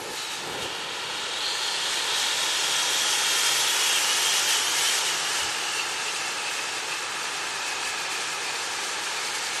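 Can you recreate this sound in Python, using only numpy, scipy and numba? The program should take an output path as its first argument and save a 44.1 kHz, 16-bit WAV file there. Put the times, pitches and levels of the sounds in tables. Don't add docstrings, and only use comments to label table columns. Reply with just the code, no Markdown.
import sys
import numpy as np
from scipy import signal
from scipy.fft import rfft, irfft
from scipy.io import wavfile
from scipy.ndimage import uniform_filter1d, minimum_filter1d, map_coordinates
from numba import njit

SR = 44100
rng = np.random.default_rng(int(sys.argv[2]) if len(sys.argv) > 2 else 0)


def master_out(mix):
    frames = np.transpose(np.atleast_2d(mix))
    ceiling = np.clip(frames, -1, 1)
    pcm = np.round(ceiling * 32767).astype(np.int16)
    wavfile.write(sys.argv[1], SR, pcm)


def convert_level_to_amplitude(level_db):
    exponent = np.asarray(level_db, float) / 20
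    return 10 ** exponent


N = 423360
TIME_S = np.arange(N) / SR


def curves(table):
    s, *columns = np.transpose(table)
    return [np.interp(TIME_S, s, column) for column in columns]


def unit(x):
    return x / np.sqrt(np.mean(x ** 2))


def white():
    return rng.standard_normal(N)


def coloured(colour):
    hz, db = np.transpose(colour)
    f = np.arange(N // 2 + 1) * SR / N + 1
    gain = convert_level_to_amplitude(np.interp(np.log(f), np.log(hz), db))
    return unit(irfft(rfft(white()) * gain, N))


@njit
def svf(x, hz, width_hz):
    y, band, low = np.empty(len(x)), 0., 0.
    for i in range(len(x)):
        g = np.tan(np.pi * hz[i] / SR)
        k = width_hz[i] / hz[i]
        v = (band + g * (x[i] - low)) / (1 + g * (g + k))
        band = 2 * v - band
        low = low + 2 * g * v
        y[i] = k * v
    return y


def ring(x, hz, width_hz):
    hz, width_hz = hz + np.zeros(N), width_hz + np.zeros(N)
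    once = svf(x, hz, width_hz)
    return unit(svf(once, hz, width_hz) / np.sqrt(width_hz))


def walk(rate_hz):
    hold = int(SR / rate_hz)
    steps = np.repeat(rng.standard_normal(N // hold + 1), hold)
    x = uniform_filter1d(uniform_filter1d(steps, hold), hold)[:N]
    return unit(x - uniform_filter1d(x, size=4 * hold))


def fuse():
    end_s, fade_s = 0.33, .04
    alive = 1 / (1 + np.exp(np.clip((TIME_S - end_s) / fade_s, -30, 30)))
    return ring(white(), 11000., 4000.) * convert_level_to_amplitude(-48 + 1.3 * walk(29)) * alive


# start_s, level_db, hold_s, fall_db_per_s, rumble_db (over the whoomph)
IGNITIONS = [
    (0, -41, 0.12, 307, -14),
    (0.11, -40, .02, 300, -17),
    (0.466, -41.5, 0.17, 90, -8),
    (.53, -41, .02, 200, -8),
    (.62, -41, .03, 200, -8),
    (0.504, -43, 0.26, 12, -12),
]


def puffs(rumble=False):
    power = 0
    for s, db, hold_s, fall_db_s, low_db in IGNITIONS:
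        rise_db = 82 * np.maximum(s - TIME_S, 0)
        fall_db = fall_db_s * np.maximum(TIME_S - s - hold_s, 0)
        power = power + convert_level_to_amplitude(db + rumble * low_db - rise_db - fall_db) ** 2
    return np.sqrt(power)


# pitch_hz, level_db (per Hz)
WHOOMPH_COLOUR = [(40, -28), (90, -35), (200, 2.5), (350, 1.5), (550, 1), (900, -1), (1800, -21.5)]
# time_s, pitch_hz, level_db
WHOOP = [
    (.44, 350, -70),
    (.48, 370, -52),
    (.56, 406, -53),
    (.62, 470, -47),
    (.7, 520, -54),
    (.8, 500, -70),
]


def whoomph():
    whoop_hz, whoop_db = curves(WHOOP)
    return coloured(WHOOMPH_COLOUR) * puffs() + ring(white(), whoop_hz, 49.0) * convert_level_to_amplitude(whoop_db)


# pitch_hz, level_db (per Hz)
RUMBLE_COLOUR = [(20, -56), (32, -41), (50, -14.5), (75, -8), (130, -0.5), (200, -3.5), (300, -23),
                 (600, -22.5)]
# centre_s, level_db, half_length_s, pitch_hz
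KNOCKS = [(.12, -56, .025, 55), (.41, -55, .03, 140), (.52, -54, .03, 65), (.535, -51, .025, 135),
          (.635, -50, .03, 95), (.64, -55, .025, 60), (1.08, -55, .03, 110), (3.59, -53, 0.091, 132),
          (4.8, -54, .04, 140), (5.435, -47, .022, 76), (5.45, -52, .03, 135), (5.45, -52, .025, 185),
          (5.465, -59, .03, 50), (5.478, -51, .02, 102), (7.88, -60, .09, 64)]
# pitch_hz, level_db, width_hz
HUM = [
    (154.3, -66.5, 8.3),
    (211, -66.5, 8),
]


def low_air():
    air = coloured(RUMBLE_COLOUR) * np.hypot(convert_level_to_amplitude(-55), puffs(rumble=True))
    for s, db, half_s, hz in KNOCKS:
        t = TIME_S - s
        air = air + convert_level_to_amplitude(db) * np.exp(-(t / half_s) ** 4) * np.sin(2 * np.pi * hz * t)
    for hz, db, width_hz in HUM:
        air = air + convert_level_to_amplitude(db) * ring(white(), hz, width_hz)
    return air


# time_s, level_db
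BURN = [(0, -43), (.12, -41), (.18, -36.5), (.35, -39.5), (.45, -42), (.75, -42.5), (1.05, -40.5),
        (1.35, -37.5), (2.0, -31.5), (2.8, -29), (3.5, -26.5), (4.9, -27.5), (5.4, -31.5), (5.9, -34),
        (7.1, -36), (8.1, -34.5), (9.6, -34)]


def burn():
    hiss_db, = curves(BURN)
    young_db = -5 * np.exp(-TIME_S / 0.55)
    roar_db = -33 + 0.27 * (hiss_db + 29.5) + young_db
    return roar_db, hiss_db


# pitch_hz, level_db (per Hz)
ROAR_COLOUR = [(120, -45), (230, -11.5), (330, -6.5), (500, -5.5), (900, -0.5), (1300, -1), (1700, 0),
               (2100, -5.5), (2600, -3), (4500, -9.5), (9000, -34.5)]


def flame_roar(flutter):
    return coloured(ROAR_COLOUR) * convert_level_to_amplitude(burn()[0] + 0.1 * flutter)


def walls():
    return coloured(ROAR_COLOUR) * convert_level_to_amplitude(burn()[0] - 6.0)


# pitch_hz, level_db (per Hz)
HISS_COLOUR = [(600, -51), (1500, -4), (2500, -2.5), (4500, -2), (6500, -1), (8500, -3.5), (10500, -11),
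               (13000, -17.5), (16000, -22)]


def nozzle_hiss(flutter):
    hiss_db = burn()[1]
    flare = flare_db()
    hiss = coloured(HISS_COLOUR) * convert_level_to_amplitude(hiss_db + 0.79 * flutter + flare)
    fizz_db = -51.0 + 3.0 * (hiss_db + 31) + 0.52 * flare + walk(34)
    return hiss + ring(white(), 11040.0, 5200.0) * convert_level_to_amplitude(fizz_db)


# time_s, main_hz, upper_hz, main_width_hz
TUBE_PITCH = [(0, 3060, 4200, 1200), (.45, 2950, 3600, 1200), (1.0, 3100, 3840, 1200),
              (1.38, 3300, 3840, 1100), (1.45, 3280, 4280, 910), (1.7, 3330, 4300, 950),
              (2.2, 3400, 4000, 1150), (2.4, 3460, 5200, 1150), (3.0, 3300, 5900, 800),
              (3.9, 3110, 5900, 800), (4.7, 3060, 5830, 450), (5.4, 2900, 5440, 350),
              (5.7, 2830, 4450, 300), (6.5, 2620, 4450, 260), (7.6, 2530, 4450, 220),
              (8.5, 2450, 4450, 220), (9.6, 2260, 4450, 260)]
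# time_s, ring_db (over the burn), upper_db (over the main ring)
TUBE_LEVEL = [(0, -5, 2), (.45, 1, 0), (.75, 9, -16), (1.4, 5, -2.5), (1.47, 5.5, -1), (1.9, 4, -4),
              (2.3, 3.5, -15), (3.0, 1, -3.5), (3.8, -0.5, -9), (4.2, 2, -4), (4.8, -2.5, -8),
              (5.5, -1.5, -5), (6.0, -0.5, -8), (6.5, 0, -10), (7.1, -6, -9), (7.6, -1, -10), (8.5, -5, -6),
              (9.6, -5.5, -3)]


def paper_tube(detune, sputter_db):
    main_hz, upper_hz, width_hz = curves(TUBE_PITCH)
    over_db, upper_db = curves(TUBE_LEVEL)
    main = ring(white(), main_hz * detune * (1 + 0.014 * walk(6)), width_hz) * convert_level_to_amplitude(0.5 * walk(16))
    upper_width_hz = 640 * (upper_hz / 4300) ** 2.2
    upper = ring(white(), upper_hz * detune, upper_width_hz) * convert_level_to_amplitude(upper_db + walk(14))
    tube_db = burn()[1] + over_db + sputter_db - 5
    return (main + upper) * convert_level_to_amplitude(tube_db + 1.16 * flare_db())


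def clay_mouth():
    young_db = 14.5 * np.exp(-((TIME_S - .9) / 1.14) ** 2)
    return ring(white(), 4450., 640) * convert_level_to_amplitude(burn()[1] - 20 + young_db)


def lobe(turn, facing, sharp):
    sharp = sharp * np.clip(turn / 4, 0, 1)
    return np.exp(sharp * np.cos(2 * np.pi * (turn - facing))) / (1 + sharp ** 2 / 2)


def jet(turn, detune, sputter_db):
    flutter = walk(12)
    tube = clay_mouth() + paper_tube(detune, sputter_db)
    return (flame_roar(flutter) + tube * lobe(turn, 0.87, 0.34)
            + nozzle_hiss(flutter) * lobe(turn, 0.873, 0.89))


def with_ground(x, lag_ms):
    echo = map_coordinates(x, [np.arange(N) - lag_ms * SR / 1000], order=3, mode="mirror")
    return x + 0.58 * signal.lfilter([.85], [1, -.15], echo)


# centre_s, level_db, half_length_s
CHUFFS = [(.2, 3, .04), (.42, -4, .05), (1.47, 3, .05), (2.25, 1.5, .1), (3.42, 2, .1), (3.62, 3, .07),
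          (3.852, 4, 0.054), (3.96, 4, .06), (4.12, 2, .05), (4.44, -5, .03), (4.55, 1, 0.053),
          (4.876, 3, .05), (4.99, -5, .04), (5.079, 3, .035), (5.16, -2, .03), (5.335, -2, 0.032),
          (5.692, 3, 0.037), (5.8, 5.5, 0.018), (5.867, -3, .03), (6.09, 7.5, .018), (6.14, -7, .02),
          (6.203, 2, .02), (6.33, -5, .04), (6.48, 6, 0.017), (6.586, 4, .015), (6.85, -5, .04),
          (6.925, 13, .02), (7.239, 4, .03), (7.583, 1, .04), (7.843, 2, .02), (8.157, 5.5, 0.023),
          (8.49, 8, 0.029), (8.559, 7, .016), (8.63, -5, .03), (8.74, -7, .04), (9.186, 7, .023),
          (9.291, 5, .045), (9.39, -5, .03), (9.468, 4.5, .022)]


def sputter():
    level_db = walk(19) * np.clip(TIME_S / 3 - 1, 0, 1)
    for s, db, half_s in CHUFFS:
        level_db = level_db + db * np.exp(-((TIME_S - s) / half_s) ** 2)
    return level_db


# peak_s, level_db (over the burn), length_s
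SPITS = [(0.32, 4, 0.046), (0.623, 6.5, .03), (4.504, 3, 0.048), (5.066, 2.5, 0.024), (5.68, 0, .03),
         (5.848, 1, 0.035), (6.09, 0.5, .02), (6.467, 1.5, 0.027), (6.76, 0, 0.044), (6.916, 0.5, 0.015),
         (8.12, 3, 0.018), (8.294, 0.5, .02), (9.172, 0.5, 0.026), (9.353, 3, 0.018)]


def flare_db():
    total_db = 0
    for s, db, length_s in SPITS:
        slope_s = np.where(TIME_S < s, length_s / 4, length_s)
        total_db = total_db + db * np.exp(-np.abs(TIME_S - s) / slope_s)
    return total_db


def spin():
    nudge = .108 * np.clip((TIME_S - 3.08) / .22, 0, 1)
    free_s = np.maximum(TIME_S - 3.341, 0)
    turns_per_s, spin_up_s, lighter_per_s2 = 2.8025, 1.505, .093
    spun = turns_per_s * (free_s - spin_up_s * (1 - np.exp(-free_s / spin_up_s)))
    return .042 + nudge + spun + lighter_per_s2 * free_s ** 2 / 2


# time_s, hub_lag_ms, swing_ms (over a turn)
GROUND = [(3.0, 2.25, .12), (3.3, 2.24, .14), (4.0, 2.25, .155), (4.7, 2.3, .155), (5.7, 2.35, .13)]
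# time_s, first_db, second_db, third_db
SHARE = [(0, -4, -3, 0), (.4, -5, -4, 0), (.6, 0, -10, -8), (1.1, 0, -8, -10), (1.5, 0, -3, -9),
         (3.0, 0, -2, -8), (3.3, 0, 0, -4), (5.0, 0, -3, -4), (6.0, 0, 0, -.5)]
# time_s, swing_db (over a turn)
LEAD = [
    (1.9, 0),
    (2.2, 6),
    (3.0, 7),
    (3.7, 9),
    (4.3, 8),
    (4.6, 0),
]


def wheel():
    turns, sputter_db = spin(), sputter()
    lead_db, = curves(LEAD)
    hub_ms, swing_ms = curves(GROUND)
    share = convert_level_to_amplitude(curves(SHARE))
    share = share / np.sqrt(np.sum(share ** 2, axis=0))
    total = 0
    for k, detune in enumerate((1.0, 1.008, .992)):
        turn = turns - k / 3
        height = np.cos(2 * np.pi * turn)
        wobble_ms = .025 * walk(9) * np.clip(turns, 0, 1)
        sound = share[k] * jet(turn, detune, sputter_db + lead_db * (height - .6))
        total = total + with_ground(sound, hub_ms - swing_ms * height + wobble_ms)
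    return total


def scene():
    hub_ms, _ = curves(GROUND)
    mono = fuse() + with_ground(whoomph(), hub_ms) + low_air() + wheel() + walls()
    return np.array([mono, mono])


# pitch_hz, faintest_db (patch against its neighbourhood)
FAINTEST = [(2000, -13), (3500, -8.5), (4500, -7), (6000, -6.3), (8000, -4.3), (9000, -4.2), (9700, -3),
            (10600, -2.4), (11200, -3.6), (11800, -2.9), (12600, -1.2), (13150, 2.3), (13600, 2.3),
            (13800, 0), (14150, 0), (14180, 60)]


def thin_treble(x):
    f, t, z = signal.stft(x, SR, nperseg=2048, noverlap=1536)
    f = f[:, None]
    power = np.abs(z) ** 2
    patch = uniform_filter1d(uniform_filter1d(power, size=3, axis=0), size=3, axis=1)
    around = uniform_filter1d(uniform_filter1d(power, size=61, axis=0), size=15, axis=1)
    around = np.maximum(around, np.roll(around, 30, axis=0) * .55)
    luck = rng.standard_normal((65, len(t) // 2 + 1))
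    luck = np.repeat(np.repeat(luck, 16, axis=0), 2, axis=1)
    spare_db = 2.5 * luck[:len(f), :len(t)] * np.clip(f / 5000 - 1.5, 0, 1)
    burn_db = np.interp(t, TIME_S, burn()[1] + 3 * flare_db())
    lift_db = .3 * (burn_db + 30) + 3.5 * np.exp(-t / 1.5) + 1.5 * luck[0, :len(t)]
    spare_db = spare_db + lift_db * (f > 12300)
    hz, faintest_db = np.transpose(FAINTEST)
    kept = patch > around * convert_level_to_amplitude(2 * (np.interp(f, hz, faintest_db) - spare_db))
    kept = minimum_filter1d(minimum_filter1d(kept.astype(float), size=3, axis=1), size=2, axis=0)
    return signal.istft(z * np.where(f > hz[0], kept, 1), SR, nperseg=2048, noverlap=1536)[1][:N]


def roll_off(x):
    return signal.sosfilt(signal.butter(12, 14300, fs=SR, output="sos"), x)


def record(dry):
    mono = thin_treble(dry[0])
    return roll_off(np.array([mono, mono]))


dry = scene()
out = record(dry)
master_out(out)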